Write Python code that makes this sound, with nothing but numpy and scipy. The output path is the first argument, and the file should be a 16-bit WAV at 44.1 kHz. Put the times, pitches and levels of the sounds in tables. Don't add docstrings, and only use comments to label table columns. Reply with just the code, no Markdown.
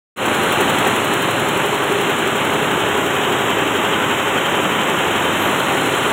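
import sys
import numpy as np
from scipy import signal
from scipy.fft import rfft, irfft, next_fast_len
from scipy.io import wavfile
from scipy.ndimage import map_coordinates

SR = 44100
rng = np.random.default_rng(int(sys.argv[2]) if len(sys.argv) > 2 else 0)


def master_out(mix):
    frames = np.transpose(np.atleast_2d(mix))
    ceiling = np.clip(frames, -1, 1)
    pcm = np.round(ceiling * 32767).astype(np.int16)
    wavfile.write(sys.argv[1], SR, pcm)


N = 269892
PICKS_PER_S, HALL_T60_S = 11.436, 1.3


def from_db(db):
    return 10 ** (np.asarray(db) / 20)


def rms_one(x):
    return x / np.sqrt(np.mean(x ** 2) + 1e-20)


def seconds():
    return np.arange(N) / SR


def drift(rate_hz):
    knots = rng.standard_normal(int(N / SR * rate_hz) + 4)
    return rms_one(map_coordinates(knots, [seconds() * rate_hz + 1], order=3, mode="nearest"))


def colour(x, spectrum):
    hz, db = np.transpose(spectrum)
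    size = next_fast_len(N)
    bins_hz = np.maximum(np.arange(size // 2 + 1) * SR / size, 1)
    gain = from_db(np.interp(np.log(bins_hz), np.log(hz), db))
    bass_rolloff = np.minimum(bins_hz / hz[0], 1) ** 2
    return rms_one(irfft(rfft(x, size) * gain * bass_rolloff, size)[:N])


def resonate(x, modes):
    out, power = 0, 0
    for k, (hz, width_hz, db) in enumerate(modes):
        radius = np.exp(-np.pi * width_hz / SR)
        scale = (1 - radius ** 2) / 2
        poles = [1, -2 * radius * np.cos(2 * np.pi * hz / SR), radius ** 2]
        out = out + (-1) ** k * from_db(db) * signal.lfilter([scale, 0, -scale], poles, x + 1e-18)
        power += scale * from_db(db) ** 2
    return out / np.sqrt(power)


def each_pick(turn, jitter_s, spread_db):
    picks = np.arange(int(N / SR * PICKS_PER_S) + 1)
    timing, force = rng.standard_normal((len(picks), 2)).T
    at = np.round(((picks + turn) / PICKS_PER_S + jitter_s * timing) * SR).astype(int)
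    inside = (at >= 0) & (at < N)
    return np.bincount(at[inside], from_db(spread_db * force[inside]), N)


def rattle(blows, decay_s):
    envelope = signal.lfilter([1], [1, -np.exp(-1 / (decay_s * SR))], blows + 1e-18)
    return envelope * rng.standard_normal(N)


def echo_tail(t60_s):
    age_s = np.arange(int(t60_s * SR)) / SR
    return rng.standard_normal(len(age_s)) * from_db(-60 * age_s / t60_s)


def among_machines(x, scatter_db, t60_s):
    echoes = echo_tail(t60_s)
    scattered = signal.fftconvolve(x, echoes / np.linalg.norm(echoes))[:N]
    return (x + from_db(scatter_db) * scattered) / np.sqrt(1 + from_db(scatter_db) ** 2)


def passing(places):
    return np.sqrt(sum(from_db(db) ** 2 / (1 + ((seconds() - closest_s) / reach_s) ** 2)
                       for closest_s, reach_s, db in places))


# closest_s, reach_s
NEAR_LOOMS = [(0.55, 1.08), (6.05, 0.44)]

def at_looms(first_db, second_db):
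    return passing([(*place, db) for place, db in zip(NEAR_LOOMS, (first_db, second_db))])


# frequency_hz, relative_db
FLOOR_SPECTRUM = [(15, 0), (45, 5), (70, -6), (110, 5), (300, -34)]

def floor_rumble():
    return colour(rng.standard_normal(N), FLOOR_SPECTRUM)


def loom_row(jitter_s, speed_spread, force_spread_db, looms=5, contacts=14):
    lead_in = int(HALL_T60_S * SR)
    length = N + lead_in
    turns = np.arange(int(length / SR * PICKS_PER_S) + 4)[:, None]
    blows = np.zeros(length)
    for _ in range(looms):
        speed = PICKS_PER_S * (1 + speed_spread * rng.standard_normal())
        when_s = (turns + rng.random(contacts) - 1) / speed
        when_s += jitter_s * rng.standard_normal(when_s.shape)
        force = rng.standard_normal(contacts)
        force = force * from_db(force_spread_db * rng.standard_normal(when_s.shape))
        at = (when_s * SR).astype(int)
        inside = (at >= 0) & (at < length)
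        blows += np.bincount(at[inside], force[inside], length)
    return rms_one(signal.fftconvolve(blows, echo_tail(HALL_T60_S))[lead_in:length])


# frequency_hz, relative_db
ROAR_SPECTRUM = [(29, -54), (50, -22.5), (136, -7.5), (311, -4), (404, -3), (444, -5.5), (497, -6),
                 (767, -6.5), (842, -5.5), (1300, -6.5), (2280, -12.5), (3090, -12.5), (3870, -21.5),
                 (4170, -40), (4500, -51), (5850, -67.5), (9900, -120)]

def hall_roar(flutter_db, far_db, rows=6):
    clatter = sum(loom_row(jitter_s=.0003, speed_spread=.008, force_spread_db=2.5) for _ in range(rows))
    far = from_db(far_db) * rng.standard_normal(N)
    return colour((rms_one(clatter) + far) * from_db(flutter_db * drift(130)), ROAR_SPECTRUM)


# frequency_hz, relative_db
HISS_SPECTRUM = [(3060, -46), (5200, -13), (6840, 1), (7230, 3), (7790, 2.5), (9170, -9), (9950, -4.5),
                 (11400, -11), (12900, -4.5), (14200, -11), (15200, -6.5), (15800, -13.5)]

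def hall_hiss(grain_db):
    return colour(rng.standard_normal(N) * from_db(grain_db * drift(350)), HISS_SPECTRUM)


# time_s, level_db
ROAR_ALONG_AISLE = [(0.35, -16.5), (0.88, -15.5), (1.06, -17.5), (1.88, -18.5), (2.07, -18), (6.12, -17)]

def distant_looms():
    roar_db = np.interp(seconds(), *np.transpose(ROAR_ALONG_AISLE))
    hiss_db = -34.5 + 0.8 * (roar_db - roar_db.mean())
    roar = from_db(roar_db) * hall_roar(flutter_db=0.64, far_db=-8)
    return roar + from_db(hiss_db) * hall_hiss(grain_db=0.85)


# multiple_of_pick_rate, level_db
DRIVE_ORDERS = [(5, -75.5), (10, -48.5), (13, -41.5), (17, -49), (18, -47), (28, -48), (36, -38.5),
                (47, -41)]

def drive_hum(waver_db):
    shaft_angle = 2 * np.pi * PICKS_PER_S * seconds()
    return sum(np.sqrt(2) * from_db(db + waver_db * drift(2.0)) * np.sin(order * shaft_angle + drift(1.17))
               for order, db in DRIVE_ORDERS)


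# pitch_hz, width_hz, relative_db
FRAME_MODES = [(373.6, 21.4, -4.5), (389.4, 9.6, -5.5), (412.2, 7.2, 1.5)]
# closest_s, reach_s, level_db
FRAME_PLACES = [(0.4, 0.15, -34.5), (2.8, 1.17, -27.5)]

def frame_throb():
    blows = each_pick(turn=.73, jitter_s=.0001, spread_db=3.8)
    boom = rms_one(resonate(blows, FRAME_MODES))
    panels = rms_one(resonate(rattle(blows, decay_s=0.044), [(300, 36, -15), (394, 23, 0)]))
    return passing(FRAME_PLACES) * rms_one(boom + 0.54 * panels)


# pitch_hz, width_hz, relative_db
HEALD_MODES = [(845, 27.8, -1), (1460, 96, -3.5), (2524, 21, -1), (3104, 28, 4)]
REED_MODES = [(1475.9, 390, -8), (3030, 760, -1)]
# closest_s, reach_s, gain_db
HEALD_PLACES = [(0.35, 0.4, -33.5), (4.4, 1.2964, -27.5)]

def healds_and_reed():
    swell = 1 + .5 * np.cos(2 * np.pi * (PICKS_PER_S * seconds() - .08))
    healds = resonate(rms_one(swell * rng.standard_normal(N)), HEALD_MODES)
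    beats = each_pick(turn=0.98, jitter_s=.002, spread_db=2.5)
    clatter = rms_one(rattle(beats, decay_s=0.013))
    reed = resonate(resonate(clatter, REED_MODES), REED_MODES)
    reed = rms_one(among_machines(reed, scatter_db=3, t60_s=0.035))
    return passing(HEALD_PLACES) * (from_db(-1.5) * healds + from_db(-9) * reed)


def casing_shadow(deepest_s, half_length_s, loss_db):
    return from_db(-loss_db * np.exp(-((seconds() - deepest_s) / half_length_s) ** 4))


# pitch_hz, width_hz, relative_db
GUIDE_MODES = [(4020, 400, 2.8), (8600, 1100, -1.5), (9980, 950, 1)]

def thread_rasp(grain_db):
    rubbing = rng.standard_normal(N) * from_db(grain_db * drift(200))
    rasp = rms_one(resonate(resonate(rubbing, GUIDE_MODES), GUIDE_MODES))
    shadow = casing_shadow(deepest_s=4.0, half_length_s=1.05, loss_db=18)
    return at_looms(first_db=-37.5, second_db=-38.5) * shadow * rasp


# start_s, length_s, peak_db
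SQUEAK_PUSHES = [(5.37, .135, -34.5), (5.525, .1, -43)]

def squeak(pitch_hz):
    level = sum(from_db(db) * np.sin(np.pi * np.clip((seconds() - start_s) / length_s, 0, 1))
                for start_s, length_s, db in SQUEAK_PUSHES)
    hz = pitch_hz + 18 * drift(120)
    return level * np.sin(2 * np.pi * np.cumsum(hz) / SR)


# pitch_hz, width_hz, relative_db
CUTTER_MODES = [(7200, 1300, -1), (9900, 700, 0), (12900, 1400, -7), (15200, 900, -9)]

def weft_cutter():
    snap = each_pick(turn=.443, jitter_s=.0003, spread_db=1.6)
    rebound = each_pick(turn=.535, jitter_s=.001, spread_db=1.5)
    contacts = rattle(snap + .35 * rebound, decay_s=0.0013)
    return at_looms(first_db=-30, second_db=-25.5) * resonate(contacts, CUTTER_MODES)


# pitch_hz, width_hz, relative_db
CLACK_MODES = [(3600, 700, -1), (7400, 1300, 0), (9900, 700, -6), (13000, 2500, -15)]

def shedding_gear():
    clack = each_pick(turn=.742, jitter_s=.0005, spread_db=1.6)
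    back = each_pick(turn=.8, jitter_s=.001, spread_db=2.0)
    contacts = rattle(clack + 0.3 * back, decay_s=0.0032)
    return at_looms(first_db=-33, second_db=-30) * resonate(contacts, CLACK_MODES)


# start_s, strength_db
HARD_CLACKS = [(3.8682, -37), (4.5234, -30), (5.2235, -23), (5.7485, -22), (5.9229, -27), (5.9843, -27)]

def hard_clacks():
    start_s, strength_db = np.transpose(HARD_CLACKS)
    blows = np.bincount((start_s * SR).astype(int), from_db(strength_db), N)
    return resonate(rattle(blows, decay_s=0.0012), CLACK_MODES)


def valve_puffs(width_turns, wander_turns, grain_db):
    peak_turn = .985 + .057 * np.minimum(seconds() / 2.7, 1)
    turns = seconds() * PICKS_PER_S - peak_turn + wander_turns * drift(14)
    from_peak = (turns + .5) % 1 - .5
    unevenness = from_db(grain_db * drift(250) + drift(9.9))
    return np.exp(-.5 * (from_peak / width_turns) ** 2) * unevenness


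# frequency_hz, relative_db
JET_SPECTRUM = [(3500, -6), (5500, -10), (7300, 0), (8800, -2), (9400, -3), (10000, 1), (11400, -10),
                (13000, -3), (14200, -8), (15000, -5), (15450, 2), (15900, -7)]

def air_jet(nozzle_hz, nozzle_width_hz):
    air = rng.standard_normal(N)
    puffs = valve_puffs(width_turns=.053, wander_turns=.008, grain_db=0.2)
    jet = at_looms(first_db=-27, second_db=-32) * puffs * colour(air, JET_SPECTRUM)
    ring = resonate(puffs * air, [(nozzle_hz, nozzle_width_hz, 0)])
    return jet + passing([(0.45, 1.4, -46.5)]) * ring


def scene():
    hall = distant_looms() + from_db(-55) * floor_rumble()
    clacks = weft_cutter() + shedding_gear() + hard_clacks()
    body = healds_and_reed() + frame_throb() + drive_hum(waver_db=0.8)
    weft = air_jet(nozzle_hz=15480, nozzle_width_hz=300) + thread_rasp(grain_db=1.3)
    near = among_machines(clacks + weft, scatter_db=-7, t60_s=.1)
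    return (hall + near + body + squeak(pitch_hz=12260))[None]


def record(dry):
    low_cut_hz, top_cut_hz, notch_hz, half_width_hz = 54.98, 15800, 4820, 383
    fade_start_s, fade_time_constant_s = 0.16, 0.056
    low_cut = signal.butter(3, low_cut_hz, "highpass", fs=SR, output="sos")
    notch_edges_hz = [notch_hz - half_width_hz, notch_hz + half_width_hz]
    notch = signal.butter(2, notch_edges_hz, "bandstop", fs=SR, output="sos")
    top_cut = signal.ellip(12, .1, 90, top_cut_hz, fs=SR, output="sos")
    fade = 1 - np.exp(-np.maximum(seconds() - fade_start_s, 0) / fade_time_constant_s)
    picked_up = signal.sosfilt(notch, signal.sosfilt(low_cut, dry))
    return signal.sosfilt(top_cut, picked_up * fade)


dry = scene()
out = record(dry)
master_out(out)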